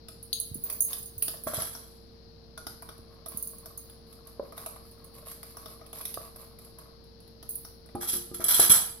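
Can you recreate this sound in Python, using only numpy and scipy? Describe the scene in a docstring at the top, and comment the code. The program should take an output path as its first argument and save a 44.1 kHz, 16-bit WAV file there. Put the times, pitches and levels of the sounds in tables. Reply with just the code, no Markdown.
"""Two dogs eat from steel bowls on a hard kitchen floor while an appliance hums.
From the start kibble cracks between teeth, claws tap, collar tags clink and paws thump.
Near 1.5 s a bowl is knocked and its kibble rattles. From 3 to 7 s jaws crush crumbs,
muzzles rummage and tongues tick. At 8 s a bowl is tipped up and rocks back down:
its base bumps the floor and the kibble surges against the ringing steel."""
import sys
import numpy as np
from scipy import signal
from scipy.fft import rfft, irfft, next_fast_len
from scipy.io import wavfile

SR = 44100
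rng = np.random.default_rng(int(sys.argv[2]) if len(sys.argv) > 2 else 0)


def persist_wave(psi):
    """Save psi, clipped to +-1, as 16-bit WAV."""
    counts = np.round(np.clip(psi, -1, 1) * 32767).astype(np.int16)
    wavfile.write(sys.argv[1], SR, np.atleast_2d(counts).T)


N = 396900
FEEDING_FROM_S, FEEDING_TO_S = 3.0, 6.95

# Spectra of a crack: bright snap, hollow body, hard edge. Each row: frequency in Hz, relative dB.
SNAP_SPECTRUM = [(5000, -10), (6500, -11.5), (8000, -15), (10000, 2.5), (11300, 7), (13000, -3),
                 (16000, -17.5)]
BODY_SPECTRUM = [(300, -23.5), (620, 7.5), (850, -7), (1120, 5.5), (1600, -11.5), (2400, -14.5),
                 (4000, -59)]
EDGE_SPECTRUM = [(1500, 9), (2500, -37.5), (3400, 3.5), (4300, 1), (5800, 8.5), (7500, -22.5)]


def from_db(db):
    """Decibels to gain."""
    return 10 ** (np.asarray(db) / 20)


def decay(t, t60_s):
    """Exponential envelope, 60 dB down at t60_s."""
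    return from_db(-60 * t / t60_s)


def unit_rms(x):
    """Scale to rms 1."""
    return x / np.sqrt(np.mean(x ** 2) + 1e-20)


def at_hz(points, hz):
    """Interpolate a table on a log-frequency axis."""
    freqs, values = np.transpose(points)
    return np.interp(np.log(np.maximum(hz, 1)), np.log(freqs), values)


def seconds(length_s):
    """Time axis of a short sound."""
    return np.arange(int(length_s * SR)) / SR


def add(out, start_s, sound):
    """Mix a sound in at start_s."""
    start = int(np.clip(round(start_s * SR), 0, N - 1))
    out[start:start + len(sound)] += sound[:N - start]


def colour(x, spectrum, size=4096):
    """Minimum-phase filter that keeps the power of white noise."""
    gain = from_db(at_hz(spectrum, np.fft.rfftfreq(size, 1 / SR)))
    cepstrum = irfft(np.log(gain))
    cepstrum[1:size // 2] *= 2
    cepstrum[size // 2 + 1:] = 0
    response = irfft(np.exp(rfft(cepstrum)))
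    return signal.oaconvolve(x, response / np.linalg.norm(response))[:N]


def ring(drive, hz, t60_s):
    """Resonator: a unit click starts a damped sine of height 1."""
    r, w = decay(1 / SR, t60_s), 2 * np.pi * hz / SR
    return signal.lfilter([0, np.sin(w)], [1, -2 * r * np.cos(w), r * r], drive + 1e-18)


def strikes(times_s, levels_db):
    """One click per contact."""
    out = np.zeros(N)
    out[np.clip(np.round(times_s * SR).astype(int), 0, N - 1)] = from_db(levels_db)
    return out


def sprays(times_s, levels_db, t60_s):
    """One dying spray of micro-clicks per contact; the level sets its energy."""
    out, t = np.zeros(N), seconds(0.05)
    for start_s, db in zip(times_s, levels_db):
        spray = rng.laplace(size=len(t)) * decay(t, t60_s)
        add(out, start_s, from_db(db) * spray / np.linalg.norm(spray))
    return out


def grains(per_s, spread_db):
    """Random collisions of uneven size; rms 1."""
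    sizes = from_db(spread_db * np.minimum(rng.exponential(1, N), 4))
    signs = rng.choice([-1, 1], N)
    return unit_rms(sizes * signs * (rng.random(N) < per_s / SR))


def diffuse(size):
    """Stereo white noise, alike on both sides only in the bass."""
    # Each row: frequency in Hz, left-right coherence from 0 to 1.
    coherence = [(60, 0.2), (150, 1), (300, 0.1), (650, 0), (1400, 0), (3000, 0.02)]
    mid, side = rfft(rng.standard_normal((2, size)))
    alike = at_hz(coherence, np.fft.rfftfreq(size, 1 / SR))
    return irfft(np.sqrt((1 + alike) / 2) * mid + np.sqrt((1 - alike) / 2) * side * [[1], [-1]], size)


def kitchen(x, tail_db, early_db, early_t60_s, lag_samples=3):
    """Direct sound, quick echoes off the floor and nearby things, then a diffuse tail."""
    t = seconds(0.6)
    tail = unit_rms(diffuse(len(t)) * decay(t, t60_s=0.45) * (1 - np.exp(-t / 0.006)))
    early = unit_rms(diffuse(len(t)) * decay(t, early_t60_s))
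    response = (from_db(tail_db) * tail + from_db(early_db) * early) / np.sqrt(len(t))
    response[0, 0] += 1
    response[1, lag_samples] += 1   # the right ear is further away
    return signal.oaconvolve(x[None], response, axes=1)[:, :N]


def air_and_hum(air_db=-55, waver_rad=0.24):
    """Steady room air with a faint hiss, and the tones of an appliance motor."""
    # Each row: frequency in Hz, relative noise density in dB.
    air_spectrum = [(20, 2.5), (45, -5), (75, 1.5), (170, 0.5), (300, -4.5), (560, -7.5), (1000, -16.5),
                    (2400, -25.5), (3600, -23.5), (4200, -14.5), (5200, -17.5), (7600, -49), (11000, -31),
                    (16000, -42)]
    # Each row: frequency in Hz, level in dB.
    motor_tones = [(59.3, -58), (103, -65.5), (166, -72.5), (229, -65), (338, -71), (458.8, -59.5)]
    t, knots_s = np.arange(N) / SR, np.linspace(0, N / SR, 40)
    air = np.array([colour(side, air_spectrum) for side in diffuse(N)])
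    hum = np.zeros(N)
    for hz, db in motor_tones:
        waver = np.interp(t, knots_s, rng.normal(0, waver_rad, len(knots_s)))
        hum += np.sqrt(2) * from_db(db) * np.sin(2 * np.pi * (hz * t + rng.random()) + waver)
    return from_db(air_db) * air + hum


def cracks():
    """Kibble cracks and claw taps: brittle snaps with a hollow pop from the mouth or floor."""
    # Each row: start in seconds, then snap, body and edge levels in dB.
    contacts = [(0.0841, -40, -53, -47), (0.6993, -29, -55, -59), (0.9306, -28.5, -60, -46),
                (1.2227, -27, -52, -55), (1.2806, -26, -50, -43.5), (1.3379, -47, -50.5, -64),
                (1.37, -59, -66, -56), (1.6205, -28, -61, -46), (1.75, -42, -51, -42.5),
                (2.5765, -41, -51, -44.5), (2.6678, -35.5, -74, -35), (2.8223, -40, -46.5, -60),
                (2.889, -45, -51, -44.5), (2.979, -53.5, -68, -66), (3.26, -40.5, -48, -45),
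                (3.6582, -39.5, -55.5, -55), (3.8972, -47.5, -73, -61), (4.127, -48, -74, -63),
                (4.271, -45.5, -69, -65), (4.5218, -49.5, -49, -66), (4.578, -37.5, -50, -46.5),
                (4.661, -32, -45, -50), (4.7597, -50, -47.5, -62), (5.2829, -43, -56, -69),
                (5.3143, -37, -62, -60), (5.4299, -38.5, -50, -56), (5.569, -39, -48, -57),
                (5.658, -41.5, -49, -48), (5.811, -61, -49.5, -56), (5.863, -46, -62, -64),
                (5.9296, -38, -48, -58), (5.986, -41, -66, -65), (6.011, -36, -70, -65),
                (6.053, -29.5, -66, -44), (6.1413, -32, -71, -63), (6.36, -43.5, -61, -59),
                (6.5876, -45, -62, -60), (6.6472, -47.5, -74, -72), (6.7855, -42.5, -51, -76),
                (6.854, -65, -57, -74), (7.0398, -59, -66, -74), (7.203, -55, -77, -73),
                (7.276, -55, -82.5, -71), (7.4274, -45, -52.5, -51.5), (7.649, -42.5, -62, -48.5),
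                (7.859, -53, -69, -66), (7.889, -63, -54, -61), (7.9525, -45, -49, -67)]
    times_s, snap_db, body_db, edge_db = np.transpose(contacts)
    snap = colour(sprays(times_s, snap_db + 16, t60_s=0.011), SNAP_SPECTRUM)
    body = colour(sprays(times_s, body_db + 21, t60_s=0.031), BODY_SPECTRUM)
    edge = colour(sprays(times_s, edge_db + 17, t60_s=0.0048), EDGE_SPECTRUM)
    return kitchen(snap + body + edge, tail_db=5, early_db=6.5, early_t60_s=0.0414)


def collar_tags():
    """Small metal plates tick, then ring; mode mix and tuning shift with how they hang."""
    # Each row: start in seconds, then levels of the middle, top and low modes in dB.
    clinks = [(.2275, -38.5, -51, -68), (0.33, -25, -36, -39), (.3995, -25, -32, -48),
              (.5436, -32.5, -31, -57), (.6377, -39.5, -27, -55), (.7023, -42, -41, -64),
              (0.725, -39, -25, -57), (.805, -17.5, -20, -30.5), (.821, -18, -27, -36.5),
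              (.8494, -25, -37, -59), (.9834, -38, -33, -56), (1.027, -36, -48, -60),
              (1.058, -38, -42, -54), (1.180, -39, -34, -62), (1.2242, -19.5, -28, -58),
              (1.2808, -44, -49, -67), (1.436, -37, -38, -66), (3.2595, -46, -51, -64),
              (3.2844, -33.5, -43, -71), (3.3722, -28.5, -30, -50), (3.425, -28, -31, -51),
              (3.472, -32.5, -40, -55), (3.583, -42.5, -52, -66), (3.775, -34, -39, -52),
              (4.912, -50, -57, -70), (5.043, -46, -53, -65), (7.491, -30, -28, -54),
              (7.5074, -34, -42, -56), (7.5547, -28, -52, -65)]
    # Each row: frequency in Hz, level in dB, t60 in seconds.
    plate_modes = [(6434, -4, 0.12), (6560, -2, .035), (9450, -13, 0.2), (9230, -6, 0.1),
                   (11080, -11, 0.058), (10400, -6, 0.078), (10500, -7.5, 0.023), (10780, -1.5, 0.095),
                   (10650, -8, 0.028), (12300, -6, 0.014), (14640, -1.5, 0.03), (15300, -8.5, .05),
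                   (15080, -3, 0.091)]
    # Each row: frequency in Hz, relative level in dB.
    tick_spectrum = [(5000, -29.5), (8000, -21), (9500, -2.5), (11200, 6.5), (13000, -3.5), (16000, -4)]
    times_s, tick_db, _, _ = np.transpose(clinks)
    out = colour(sprays(times_s, tick_db + 18, t60_s=0.03), tick_spectrum)
    hz, mode_db, t60_s = np.transpose(plate_modes)[:, :, None]
    t = seconds(0.2)
    attack = 1 - np.exp(-t / 0.00047)
    for start_s, middle_db, top_db, low_db in clinks:
        uneven, detune, phase = rng.standard_normal((3, len(hz), 1))
        strike_db = np.select([hz > 14000, hz < 7000], [top_db - 1, low_db], middle_db - 7)
        envelopes = from_db(strike_db + mode_db + 3.5 * uneven) * decay(t, t60_s)
        modes = envelopes * np.sin(2 * np.pi * (hz * (1 + 0.003 * detune) * t + phase))
        add(out, start_s, modes.sum(axis=0) * attack)
    highpass = signal.butter(4, 5500, "high", fs=SR, output="sos")   # tiny plates radiate no lows
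    out = signal.sosfilt(highpass, out)
    return kitchen(out, tail_db=-2.5, early_db=-1, early_t60_s=0.02, lag_samples=10)


def blow(hz, t60_s, scuff_db, scuff_t60_s):
    """One damped resonance with a scuff; a soft contact excites little outside its band."""
    t = seconds(0.5)
    scuff = ring(rng.standard_normal(len(t)) * decay(t, scuff_t60_s), hz, t60_s=6 / hz)
    tone = decay(t, t60_s) * np.sin(2 * np.pi * hz * t)
    width_hz = min(1.3 * hz, 1400)
    band = signal.butter(2, [hz - width_hz / 2, hz + width_hz / 2], "band", fs=SR, output="sos")
    return signal.sosfilt(band, tone + from_db(scuff_db) * scuff / np.linalg.norm(scuff))


def knocks(thump_cycles=2.4, overtone_ratio=1.76):
    """Floor thumps, muzzle and bowl knocks, hard taps and the bowl's base ring damped resonances."""
    # Soft weight lands. Each row: start in seconds, level in dB, pitch in Hz.
    thumps = [(.514, -25, 161), (.555, -25.5, 215), (1.004, -34, 133), (1.167, -34, 84), (1.466, -26, 234),
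              (1.577, -23, 131), (2.99, -30, 240), (3.346, -31.5, 212), (7.953, -25.5, 260),
              (8.593, -15.5, 233), (8.697, -20.5, 191)]
    # Each row: start in seconds, level in dB, pitch in Hz, t60 in seconds, relative overtone in dB.
    hollow_knocks = [(1.471, -25, 633, .05, -5), (1.535, -30.5, 670, .031, -3),
                     (1.585, -33.5, 640, 0.093, -5), (4.396, -23, 561, 0.029, -13.5),
                     (6.173, -31.5, 662, 0.031, 2.5), (7.953, -28.5, 808, 0.088, -24),
                     (8.030, -39.5, 823, .06, -8), (8.398, -40.5, 647, .14, -20),
                     (8.595, -19.5, 685, 0.018, -3)]
    # Each row: start in seconds, level in dB, pitch in Hz, t60 in seconds.
    hard_taps = [(0.329, -16, 4050, 0.0036), (2.576, -40, 1423, 0.12), (2.669, -49, 1420, 0.2)]
    # The base hits the floor. Each row: start in seconds, level in dB.
    base_bumps = [(7.950, -33), (8.135, -40), (8.160, -42.5), (8.315, -38.5), (8.397, -41), (8.596, -37),
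                  (8.695, -52)]
    # Loaded bowl. Each row: frequency in Hz, level in dB, t60 in seconds.
    base_modes = [(192.6, -9, 0.21), (255, -0.5, 0.056), (305.5, -9.5, 0.23), (351.6, -5, 0.31),
                  (448, -14.5, 0.32), (777, -22, 0.32), (1208, -15.5, 0.15)]
    out = np.zeros(N)
    for start_s, db, hz in thumps:
        add(out, start_s, from_db(db) * blow(hz, thump_cycles / hz, scuff_db=5.5, scuff_t60_s=0.015))
    for start_s, db, hz, t60_s, overtone_db in hollow_knocks:
        fundamental = blow(hz, t60_s, scuff_db=10.5, scuff_t60_s=0.03)
        overtone = blow(hz * overtone_ratio, 0.74 * t60_s, scuff_db=12, scuff_t60_s=0.026)
        add(out, start_s, from_db(db) * (fundamental + from_db(overtone_db) * overtone))
    for start_s, db, hz, t60_s in hard_taps:
        add(out, start_s, from_db(db) * blow(hz, t60_s, scuff_db=11.5, scuff_t60_s=0.02))
    times_s, bump_db = np.transpose(base_bumps)
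    for hz, mode_db, t60_s in base_modes:
        out += ring(strikes(times_s, bump_db + mode_db), hz, t60_s)
    return kitchen(out, tail_db=-3, early_db=-6.5, early_t60_s=0.057)


def chewing(rise_s=0.015, hold_s=0.044, rummage_db=-63):
    """Each bite crushes crumbs; the muzzle smacks more dully and rummages between bites."""
    # Each row: start in seconds, crumb level in dB, muzzle level in dB.
    bites = [(.65, -37.5, -48), (0.878, -35, -46.5), (3.09, -59, -54.5), (3.30, -40.5, -48),
             (3.60, -75, -56), (3.83, -58, -74), (4.059, -52.5, -61), (4.24, -55, -53),
             (4.42, -53.5, -55.5), (4.559, -38.5, -47), (4.681, -53, -57), (4.83, -50, -76),
             (4.97, -59, -54), (5.13, -43.5, -52), (5.249, -37.5, -49.5), (5.45, -44, -62),
             (5.57, -45, -55), (5.668, -42, -50), (5.94, -36.5, -47), (6.06, -39, -67), (6.20, -41, -49),
             (6.378, -41.5, -46.5), (6.60, -51, -61), (6.79, -63, -68)]
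    t, clock_s = seconds(0.5), np.arange(N) / SR
    jaw = np.minimum(t / rise_s, 1) * decay(np.maximum(t - rise_s - hold_s, 0), t60_s=0.24)
    feeding = (clock_s > FEEDING_FROM_S) & (clock_s < FEEDING_TO_S)
    crumb_power, muzzle_power = np.zeros(N), from_db(rummage_db) ** 2 * feeding
    for start_s, crumb_db, muzzle_db in bites:
        add(crumb_power, start_s, (from_db(crumb_db) * jaw) ** 2)
        add(muzzle_power, start_s, (from_db(muzzle_db) * jaw) ** 2)
    crumbs = from_db(-11) * grains(per_s=660, spread_db=1) * np.sqrt(crumb_power)
    smacks = from_db(-9) * grains(per_s=220, spread_db=3.1) * np.sqrt(muzzle_power)
    crunch = colour(crumbs, SNAP_SPECTRUM) + from_db(-23) * colour(crumbs, EDGE_SPECTRUM)
    return kitchen(crunch + colour(smacks, BODY_SPECTRUM), tail_db=-4, early_db=-7.5, early_t60_s=0.053)


def bowl_rattle(pelt_db=-39):
    """Pellets hit each other and the steel wall, which rings under them and under sharp clanks."""
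    # Each row: start in seconds, level in dB, rise and t60 in seconds, relative low rattle in dB.
    surges = [(1.466, -38.5, 0.0029, 0.39, 5.5), (1.535, -33.5, 0.0088, 0.72, -0.5),
              (1.590, -46, .008, 0.29, 7), (8.003, -37.5, 0.017, 0.57, 1.5),
              (8.073, -26.5, 0.014, 0.26, -15), (8.125, -30, 0.0061, 0.23, -7),
              (8.34, -37, .0017, 0.17, -3), (8.399, -42.5, 0.01, 0.72, 8), (8.476, -21.5, 0.025, 0.34, -3),
              (8.541, -24.5, 0.0084, 0.3, -6), (8.594, -18.5, 0.0026, 0.4, -3),
              (8.694, -18.5, 0.0048, 0.35, -0.5), (8.745, -25, .0054, 0.2, -2),
              (8.835, -44, 0.0032, .25, 6.5)]
    # Each row: start in seconds, level in dB.
    clanks = [(8.441, -20.5), (8.463, -28), (8.484, -20.5), (8.544, -17.5), (8.597, -16), (8.696, -16.5),
              (8.718, -13.5), (8.746, -27)]
    # Rattle spectra and wall modes. Each row: frequency in Hz, relative level in dB.
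    high_spectrum = [(1200, -25), (2300, -8.5), (3200, 1), (4200, -1.5), (5000, -4.5), (6000, -1),
                     (6900, -5.5), (7600, -8), (9000, -1), (10200, 0), (11200, 11), (12500, 7), (14000, -5),
                     (16000, -32)]
    low_spectrum = [(120, -11), (250, -2.5), (480, -4), (700, 5.5), (950, 2), (1250, 5.5), (1700, -0.5),
                    (2600, -11.5), (5000, -80)]
    wall_modes = [(3040, -9.5), (3350, -4.5), (4010, -9), (4960, -3), (5310, -10.5), (5850, -28),
                  (6030, -3.5), (7210, -7.5), (7570, -5), (7920, -2.5), (8430, -5.5), (8930, -2),
                  (9765, 6.5), (10100, 6.5), (10390, 1.5), (10612, 3), (10820, -13), (11120, 9), (11186, 5),
                  (11890, -6), (12075, -4), (12228, 3.5), (12703, -5), (13500, -41), (14318, 2),
                  (14830, -6)]
    high_power, low_power, t = np.zeros(N), np.zeros(N), seconds(0.6)
    for start_s, db, rise_s, t60_s, low_db in surges:
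        fall = from_db(db) * decay(np.maximum(t - rise_s, 0), t60_s)
        power = np.minimum(t / rise_s, 1) * fall ** 2
        add(high_power, start_s, power)
        add(low_power, start_s, power * from_db(low_db) ** 2)
    pellets = grains(per_s=4200, spread_db=5.5)
    pelting = pellets * np.sqrt(high_power)
    out = from_db(-8) * colour(pelting, high_spectrum)
    out += from_db(-13.5) * colour(pellets * np.sqrt(low_power), low_spectrum)
    times_s, clank_db = np.transpose(clanks)
    coupling = rng.standard_normal(N)   # differs for each pellet and mode
    for k, (hz, mode_db) in enumerate(wall_modes):
        hits = strikes(times_s, clank_db + rng.normal(-14, 3.2, len(times_s))) * (-1) ** k
        drive = hits + from_db(pelt_db) * pelting * np.roll(coupling, k)
        out += from_db(mode_db) * ring(drive, hz, t60_s=0.045)   # the kibble damps the wall
    return kitchen(out, tail_db=-1, early_db=2, early_t60_s=0.044)


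def licks(per_s=15):
    """Dull, irregular ticks of tongues, lips and nudged pellets."""
    count = int(per_s * (FEEDING_TO_S - FEEDING_FROM_S))
    jitter_s = rng.uniform(-0.46, 0.5, count) / per_s
    times_s = np.linspace(FEEDING_FROM_S, FEEDING_TO_S, count) + jitter_s
    ticks = sprays(times_s, levels_db=rng.normal(-39.5, 3.5, count), t60_s=0.013)
    return kitchen(colour(ticks, BODY_SPECTRUM), tail_db=-3, early_db=3, early_t60_s=0.037)


def scene():
    """Stereo sum of everything in the kitchen."""
    return air_and_hum() + cracks() + collar_tags() + knocks() + chewing() + bowl_rattle() + licks()


def record(dry):
    """The two microphone ports differ in colour; treble above 16 kHz is cut."""
    # Each row: frequency in Hz, left minus right in dB.
    balance = [(60, 0), (200, -1), (600, 1), (1400, 0), (2600, 0), (4400, 16), (6000, 9.5), (8000, 4.5),
               (10000, -6.5), (15000, 0)]
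    size = next_fast_len(N + SR)
    lean_db = at_hz(balance, np.fft.rfftfreq(size, 1 / SR)) / 2
    heard = irfft(rfft(dry, size) * from_db([lean_db, -lean_db]), size)[:, :N]
    lowpass = signal.ellip(10, 0.3, 80, 16000, fs=SR, output="sos")
    return signal.sosfilt(lowpass, heard)


dry = scene()
out = record(dry)
persist_wave(out)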